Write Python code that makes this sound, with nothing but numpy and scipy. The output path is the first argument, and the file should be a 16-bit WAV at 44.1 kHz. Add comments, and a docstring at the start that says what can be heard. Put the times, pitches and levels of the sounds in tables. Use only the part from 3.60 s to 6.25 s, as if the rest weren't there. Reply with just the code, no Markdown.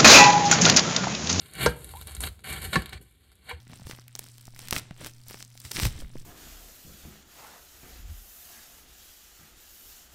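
"""A paper mailing envelope is torn open close to a microphone, over a low hum in a furnished room.
First fingers pick at it and knock its hollow body. From about 1.1 s it tears in a few pulls: fibres
break in a dense crackle, creases and glue let go in sharp snaps. Near 2.2 s the last pull rips the
strip away, and the loose sheet flaps air at the microphone."""
import sys
import numpy as np
from scipy import signal
from scipy.fft import rfft, irfft
from scipy.io import wavfile
from scipy.ndimage import uniform_filter1d

SR = 44100
rng = np.random.default_rng(int(sys.argv[2]) if len(sys.argv) > 2 else 0)


def output_pcm(signal):
    """Save a mono or channel-first signal as 16-bit PCM at the path in sys.argv[1].

    Samples are clipped to [-1, 1] before scaling.
    """
    pcm = np.clip(np.atleast_2d(signal).T, -1, 1) * 32767
    wavfile.write(sys.argv[1], SR, np.round(pcm).astype(np.int16))


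N = 116865
BAND_LIMIT_HZ = 15900
LEAD_S = 0.002  # delay before a burst's onset


def amp(db):
    """Decibels to gain."""
    return 10 ** (np.asarray(db) / 20)


def unit_rms(x):
    """Scales to rms 1."""
    return x / np.sqrt(np.mean(x ** 2) + 1e-20)


def at_hz(points, hz):
    """Interpolates on a log-frequency axis."""
    freq_hz, value = np.transpose(points)
    return np.interp(np.log(hz + 1), np.log(freq_hz + 1), value)


def curve(table, column=1):
    """One column of a time table at every sample."""
    rows = np.array(table)
    return np.interp(np.arange(N) / SR, rows[:, 0], rows[:, column])


def add(mix, start_s, sound):
    """Mixes a sound in at start_s."""
    part = mix[max(round(start_s * SR), 0):][:len(sound)]
    part += sound[:len(part)]


def colour(x, spectrum, size=4096):
    """Minimum-phase filter from (freq_hz, gain_db) points."""
    log_gain = np.log(amp(at_hz(spectrum, abs(np.fft.fftfreq(size, 1 / SR)))))
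    response = np.exp(np.conj(signal.hilbert(log_gain)))
    taps = np.fft.ifft(response).real[:size // 2]
    return signal.fftconvolve(x, taps)[:len(x)]


def burst(envelope, smooth_bins=130):
    """Whitened noise burst of about unit energy."""
    noise = rng.standard_normal(len(envelope)) * envelope
    bins = rfft(np.roll(noise, round(LEAD_S * SR)))
    return irfft(bins / np.sqrt(uniform_filter1d(abs(bins) ** 2, smooth_bins) + 1e-12))


def hum(pitch_hz=120.2, level_db=-54, octave_db=-75.5, waver_depth=0.008):
    """Electrical hum and its octave, wavering slightly in pitch."""
    waver = unit_rms(colour(rng.standard_normal(N), [(3, -10), (12, -10), (60, -71)], size=32768))
    phase = 2 * np.pi * np.cumsum(pitch_hz * (1 + waver_depth * waver)) / SR
    return np.sqrt(2) * (amp(level_db) * np.sin(phase) + amp(octave_db) * np.sin(2 * phase))


# Room air spectrum: freq_hz, gain_db
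AIR_SPECTRUM = [(20, -17), (80, 11), (160, 2), (250, 4), (400, -13), (1000, -9.5), (4000, -9),
                (16000, -26)]


def room_air(level_db=-66.5):
    """Steady noise of the still room."""
    return amp(level_db) * unit_rms(colour(rng.standard_normal(N), AIR_SPECTRUM))


# Room decay: freq_hz, t60_s
ROOM_DECAY = [(150, 0.58), (1000, 0.48), (3500, 0.37), (8000, 0.49), (15000, 0.13)]


def reverb(x, gain_db=-19.5, onset_s=0.008, size=22016):
    """Short diffuse tail, dying fastest in the top treble."""
    hz, t, bins = signal.stft(rng.standard_normal(size), SR, nperseg=256)
    decay = amp(-60 * t / at_hz(ROOM_DECAY, hz)[:, None])
    tail = signal.istft(bins * decay * np.minimum(t / onset_s, 1), SR)[1]
    return amp(gain_db) * signal.fftconvolve(x, tail / np.linalg.norm(tail))[:N]


# Handling rumble: time_s, level_db
RUMBLE_LEVELS = [(0, -68), (.84, -69), (.89, -54), (1.15, -55), (1.4, -58), (1.65, -56), (2.12, -74),
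                 (2.26, -36), (2.34, -45.5), (2.45, -38.5), (2.5, -49), (2.57, -42), (2.65, -51)]
# Rumble spectrum: freq_hz, gain_db
RUMBLE_SPECTRUM = [(10, 4), (28, -4.5), (70, -21.5), (150, -15), (300, -30), (1000, -52.5)]


def rumble():
    """Low noise of moving hands."""
    noise = unit_rms(colour(rng.standard_normal(N), RUMBLE_SPECTRUM, size=16384))
    return amp(curve(RUMBLE_LEVELS)) * noise


def swing(pitch_hz, level_db, swell_s, size=6000):
    """Heavily damped swing of the whole sheet."""
    t = np.arange(size) / SR
    envelope = t / swell_s * np.exp(1 - t / swell_s)
    return amp(level_db) * envelope * np.sin(2 * np.pi * pitch_hz * t)


# Sheet flaps: start_s, pitch_hz, level_db, swell_s
FLAPS = [(2.228, 114, -19.5, 0.0028), (2.237, 50, -19.5, 0.011), (2.257, 110.3, -21, 0.0075),
         (2.266, 66.4, -33, 0.0091), (2.304, 54, -33.5, 0.0087), (2.355, 77, -35, 0.007),
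         (2.425, 30, -33, 0.01), (2.442, 35.7, -29, 0.0076), (2.591, 21.9, -38.5, 0.009)]


def flaps():
    """The loose sheet pushes air at the microphone."""
    out = np.zeros(N)
    for start_s, pitch_hz, level_db, swell_s in FLAPS:
        add(out, start_s, swing(pitch_hz, level_db, swell_s))
    return out


# Finger knocks: start_s, pitch_hz, thump_db, swell_s, tap_db, tap_freq_ratio
KNOCKS = [(0.069, 170, -43, 0.001, -27.5, 3.1), (0.098, 141, -40, 0.0029, -24, 1.3),
          (0.124, 221, -42, 0.0022, -20.5, 0.94), (.134, 100, -40, 0.0038, -28, 1.1),
          (0.197, 185, -41, 0.0021, -20, 1.18), (.218, 129, -38, 0.0026, -20, 1.16),
          (0.252, 63, -34.5, 0.0032, -50, 1), (.268, 113, -34, 0.0032, -25, 2),
          (0.296, 252, -33, 0.00079, -15, 1.16), (.333, 113, -36.5, 0.0014, -19.5, 1.7),
          (.387, 260, -41, 0.00083, -19, 2), (.88, 90, -36.5, 0.0011, -16.5, 1.38),
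          (1.126, 117, -30, 0.0022, -2.5, 0.28), (1.166, 124, -27, 0.0022, -24, 0.45),
          (1.214, 109, -44, 0.0067, -30, 1.2), (1.309, 152, -30.5, 0.0022, -13.5, 0.76),
          (1.413, 553, -39.5, 0.0017, -20, 1.7), (2.052, 84, -37.5, 0.0058, -22, 1.5),
          (2.198, 290, -35, 0.0023, -13, 1.5), (2.253, 340, -35, 0.0021, -9, 0.48),
          (2.356, 110, -51, 0.0024, -24, 1), (2.387, 300, -44.5, 0.0041, -28, 0.79),
          (2.422, 252, -44, 0.0019, -13.5, 0.9), (2.555, 268, -29.5, 0.00086, -10.5, 0.87),
          (2.561, 139, -36.5, 0.0029, -20.5, 0.71)]
# Tap spectrum at ratio 1: freq_hz, gain_db
TAP_SPECTRUM = [(60, -9), (300, -1.5), (600, 6.5), (950, -0.5), (1600, -9), (5000, -37), (16000, -55)]


def knocks(tap_decay_s=0.0014, size=2048):
    """Fingers knock and flex the hollow envelope: a thump plus a noisy tap."""
    out, t = np.zeros(N), np.arange(size) / SR
    for start_s, pitch_hz, thump_db, swell_s, tap_db, tap_freq_ratio in KNOCKS:
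        add(out, start_s, swing(pitch_hz, thump_db, swell_s))
        tap = burst(np.exp(-t / tap_decay_s), smooth_bins=28)
        spectrum = np.array(TAP_SPECTRUM) * [tap_freq_ratio, 1]
        add(out, start_s - LEAD_S, amp(tap_db) * colour(tap, spectrum))
    return out


# Sheet bending modes: freq_hz
SHEET_MODES_HZ = [780, 2300, 5300, 8600, 13000]


def sheet_ring(crack, q=4.02, detune_ratio=0.079, lift_db=1.5, spread_db=2):
    """A crack lingers in the bending modes, shifted and weighted anew by each crease."""
    for hz in SHEET_MODES_HZ:
        shift, weight = rng.uniform(-1, 1, 2)
        mode = signal.iirpeak(hz * (1 + detune_ratio * shift), q, fs=SR)
        ring = signal.lfilter(*mode, crack)
        crack = crack - (1 + amp(lift_db + spread_db * weight)) * ring
    return crack


# Paper snaps: start_s, level_500hz_db, level_2khz_db, level_6khz_db, level_12khz_db
SNAPS = [(0.1329, -15, -15, -23, -50), (0.2696, -6, -18.5, -19, -25), (0.299, -20, -20, -20, -26),
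         (0.3114, -12, -4, -11, -26), (0.481, -37, -19, -24, -22), (0.5527, -10, -17.5, -2.5, -22.5),
         (0.5612, -15, -22, -27, -21), (0.5923, -7.5, -12.5, -6.5, -6), (0.6408, -19, -23.5, -21, -23.5),
         (0.782, -29, -24, -24, -24.5), (0.8112, -46, -33, -25, -24.5), (0.8544, -52, -32, -18, -28),
         (0.8697, -40, -28, -23, -28), (0.9622, -28, -12, -42, -27), (0.9918, -15, -14, -14, -16),
         (1.0739, -38, -13, -20, -25), (1.0847, -19, -8.5, -8, -15), (1.1094, -18, -3, 0.5, -2),
         (1.1266, 8, 7.5, 1, -12), (1.1321, 1, -3, -3, -9), (1.1567, -4.5, -17, -5, -12),
         (1.1637, -7, 9, -6.5, -21), (1.1652, -10, 5.5, -20, -17), (1.1796, -10, -9, -8, -12),
         (1.1842, -17, -14, -3, -14.5), (1.196, -20, -9, -16, -17), (1.3094, -8.5, -10, -27.5, -36),
         (1.4464, -6.5, -12, -9.5, -22), (1.4623, -6.5, -8, -15, -17), (1.469, -5, -12.5, -16, -13),
         (1.6838, -25, -42, -17.5, -15.5), (1.6993, -29, -13, -25, -23), (1.7097, -6.5, -14.5, -27, -17),
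         (1.7435, -4, -10.5, -20.5, -30), (1.8022, -33, -35, -15, -26), (1.8054, -20, -11, -26, -32),
         (1.826, -21, -14.5, -6, -23), (1.849, -48, -65, -13.5, -31), (1.976, -65, -19.5, -15, -29),
         (2.002, -33, -42, -19, -18), (2.051, -41, -11, -17, -21), (2.113, -10.5, -8, -16, -20),
         (2.1159, -10, -11, -0.5, -12.5), (2.118, -13, -6.5, -10, -15), (2.1622, -23, -4, -2, -33),
         (2.168, -18, 5.5, -2, -37), (2.1923, -22, 0, -4.5, -21), (2.199, -5, 6, -2.5, -9),
         (2.2335, -18, 1, 1, -23), (2.2524, 7, 1, -3, -9), (2.2545, -7.5, 0.5, -3, -11),
         (2.2684, -3, -5, -7.5, -10.5)]
# Snap bands: freq_hz
SNAP_BANDS_HZ = [500, 2000, 6000, 12000]


def snaps(gain_db=-2, chatter_db=-9, chatter_s=0.0013, size=2048):
    """Creases and glue give way in a click and a brief chatter."""
    out, t = np.zeros(N), np.arange(size) / SR
    click = signal.unit_impulse(size, round(LEAD_S * SR))
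    for start_s, *bands_db in SNAPS:
        chatter = amp(chatter_db) * burst(np.sqrt(t) * np.exp(-t / chatter_s))
        spectrum = [(30, bands_db[0] - 6), (200, bands_db[0] + 2.5), *zip(SNAP_BANDS_HZ, bands_db)]
        add(out, start_s - LEAD_S, colour(sheet_ring(click + chatter), spectrum))
    return amp(gain_db) * out


# Colour bands of a fibre break: freq_hz
BREAK_BANDS_HZ = [400, 800, 1400, 2200, 3200, 4500, 6000, 8000, 10500, 13000, 16000]


def fibre_break(decay_s=0.00014, spread_db=6.5, size=256):
    """Tiny crack, coloured at random by its spot on the sheet."""
    crack = rng.standard_normal(size) * np.exp(-np.arange(size) / SR / decay_s)
    tint_db = spread_db * np.clip(rng.standard_normal(len(BREAK_BANDS_HZ)), -2, 2)
    return unit_rms(colour(crack, np.transpose([BREAK_BANDS_HZ, tint_db]), size=512))


REF_DB = -51  # level at which fibres break at ref_per_s


def fibres(level_db, spectrum, ref_per_s, spread_db, gain_db, rub_db, growth_per_db=0.31, spots=24):
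    """Breaks of uneven size, denser the harder the pull, over smooth rubbing."""
    rate_per_s = ref_per_s * np.exp(growth_per_db * (level_db - REF_DB))
    sizes = amp(spread_db * np.minimum(rng.exponential(1, N), 5)) * rng.choice([-1, 1], N)
    breaks = sizes * (rng.random(N) < rate_per_s / SR)
    local_power = abs(uniform_filter1d(breaks ** 2, 1100))
    breaks = breaks / np.sqrt(local_power + 0.00099)
    spot = rng.integers(0, spots, N)
    grains = sum(signal.oaconvolve(breaks * (spot == k), fibre_break())[:N] for k in range(spots))
    rubbing = amp(rub_db) * rng.standard_normal(N)
    return amp(level_db + gain_db) * unit_rms(colour(unit_rms(grains) + rubbing, spectrum))


# Tearing and crinkling: time_s, rustle_db, crackle_db
TEAR_LEVELS = [(0, -59.5, -59), (0.06, -71, -66.5), (0.115, -51.5, -58), (0.18, -61.5, -58),
               (0.245, -59, -61.5), (0.28, -56.5, -49.5), (0.33, -51.5, -52.5), (0.38, -62.5, -59.5),
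               (0.46, -65.5, -66), (0.54, -71.5, -65), (0.6, -58, -57), (0.7, -62.5, -57.5),
               (0.8, -64.5, -60.5), (0.93, -66.5, -61.5), (1.02, -51.5, -51), (1.115, -53.5, -57),
               (1.15, -39.5, -39.5), (1.185, -41, -39), (1.215, -53.5, -61), (1.28, -59, -73.5),
               (1.35, -64, -64.5), (1.41, -47, -52), (1.47, -46, -48), (1.52, -66, -60), (1.61, -70, -62),
               (1.65, -67, -61), (1.7, -54.5, -50.5), (1.77, -58, -54), (1.81, -58.5, -51.5),
               (1.87, -68.5, -63.5), (1.95, -65, -59.5), (2.03, -60, -55.5), (2.06, -50, -46.5),
               (2.1, -58.5, -54), (2.143, -50, -42), (2.153, -42, -37.5), (2.165, -39.5, -40),
               (2.173, -47.5, -39), (2.18, -33, -37), (2.185, -30.5, -40), (2.191, -34.5, -38),
               (2.196, -42, -50), (2.203, -38, -36), (2.21, -43, -40), (2.222, -35, -33.5),
               (2.265, -35.5, -34.5), (2.277, -42.5, -44.5), (2.29, -51.5, -48), (2.35, -52.5, -58),
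               (2.41, -51, -49), (2.46, -60.5, -66.5), (2.53, -64.5, -62.5), (2.59, -60.5, -56.5),
               (2.65, -64.5, -64)]
# Rustle, crackle and fizz spectra: freq_hz, gain_db
RUSTLE_SPECTRUM = [(40, 6), (130, 10), (260, 5.5), (480, -1), (950, -3), (1700, 0), (2700, -1),
                   (4000, -0.5), (6500, -30), (16000, -42)]
CRACKLE_SPECTRUM = [(500, -31.5), (2000, -8), (3800, -2), (5300, 3.5), (6150, 1), (6650, -3.5), (7200, 1),
                    (8800, 1), (10500, -5), (13500, -9), (16000, -15.5)]
FIZZ_SPECTRUM = [(3000, -46), (7000, -21), (9000, 5), (10800, -22), (12500, 3), (14500, 3), (16000, -4)]


def tearing(fizz_db_per_db=1.24, surge_db=1.5, surges_per_s=150):
    """Sheet rustle, fibre crackle and fine fizz surge together as the tear sticks and runs on."""
    rustle_db, crackle_db = curve(TEAR_LEVELS, column=1), curve(TEAR_LEVELS, column=2)
    fizz_db = REF_DB + fizz_db_per_db * (crackle_db - REF_DB)
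    rustle = fibres(rustle_db, RUSTLE_SPECTRUM, ref_per_s=4995, spread_db=4.5, gain_db=-0.5, rub_db=-4)
    crackle = fibres(crackle_db, CRACKLE_SPECTRUM, ref_per_s=6507, spread_db=4.5, gain_db=-1, rub_db=-9)
    fizz = fibres(fizz_db, FIZZ_SPECTRUM, ref_per_s=9000, spread_db=13, gain_db=-9.5, rub_db=-1)
    surge = np.interp(np.arange(N) / SR * surges_per_s, np.arange(N), rng.standard_normal(N))
    return (rustle + crackle + fizz) * amp(surge_db * surge)


def scene():
    """Mono mix of paper, its reverb, handling and background."""
    paper = snaps() + tearing()
    tail = reverb(paper)
    handling = knocks() + flaps() + rumble()
    background = hum() + room_air()
    return (paper + tail + handling + background)[None]


def record(dry):
    """The recorder's band limit."""
    lowpass = signal.firwin(255, BAND_LIMIT_HZ, window=("kaiser", 8), fs=SR)
    return signal.oaconvolve(dry, lowpass[None], "same")


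dry = scene()
out = record(dry)
output_pcm(out)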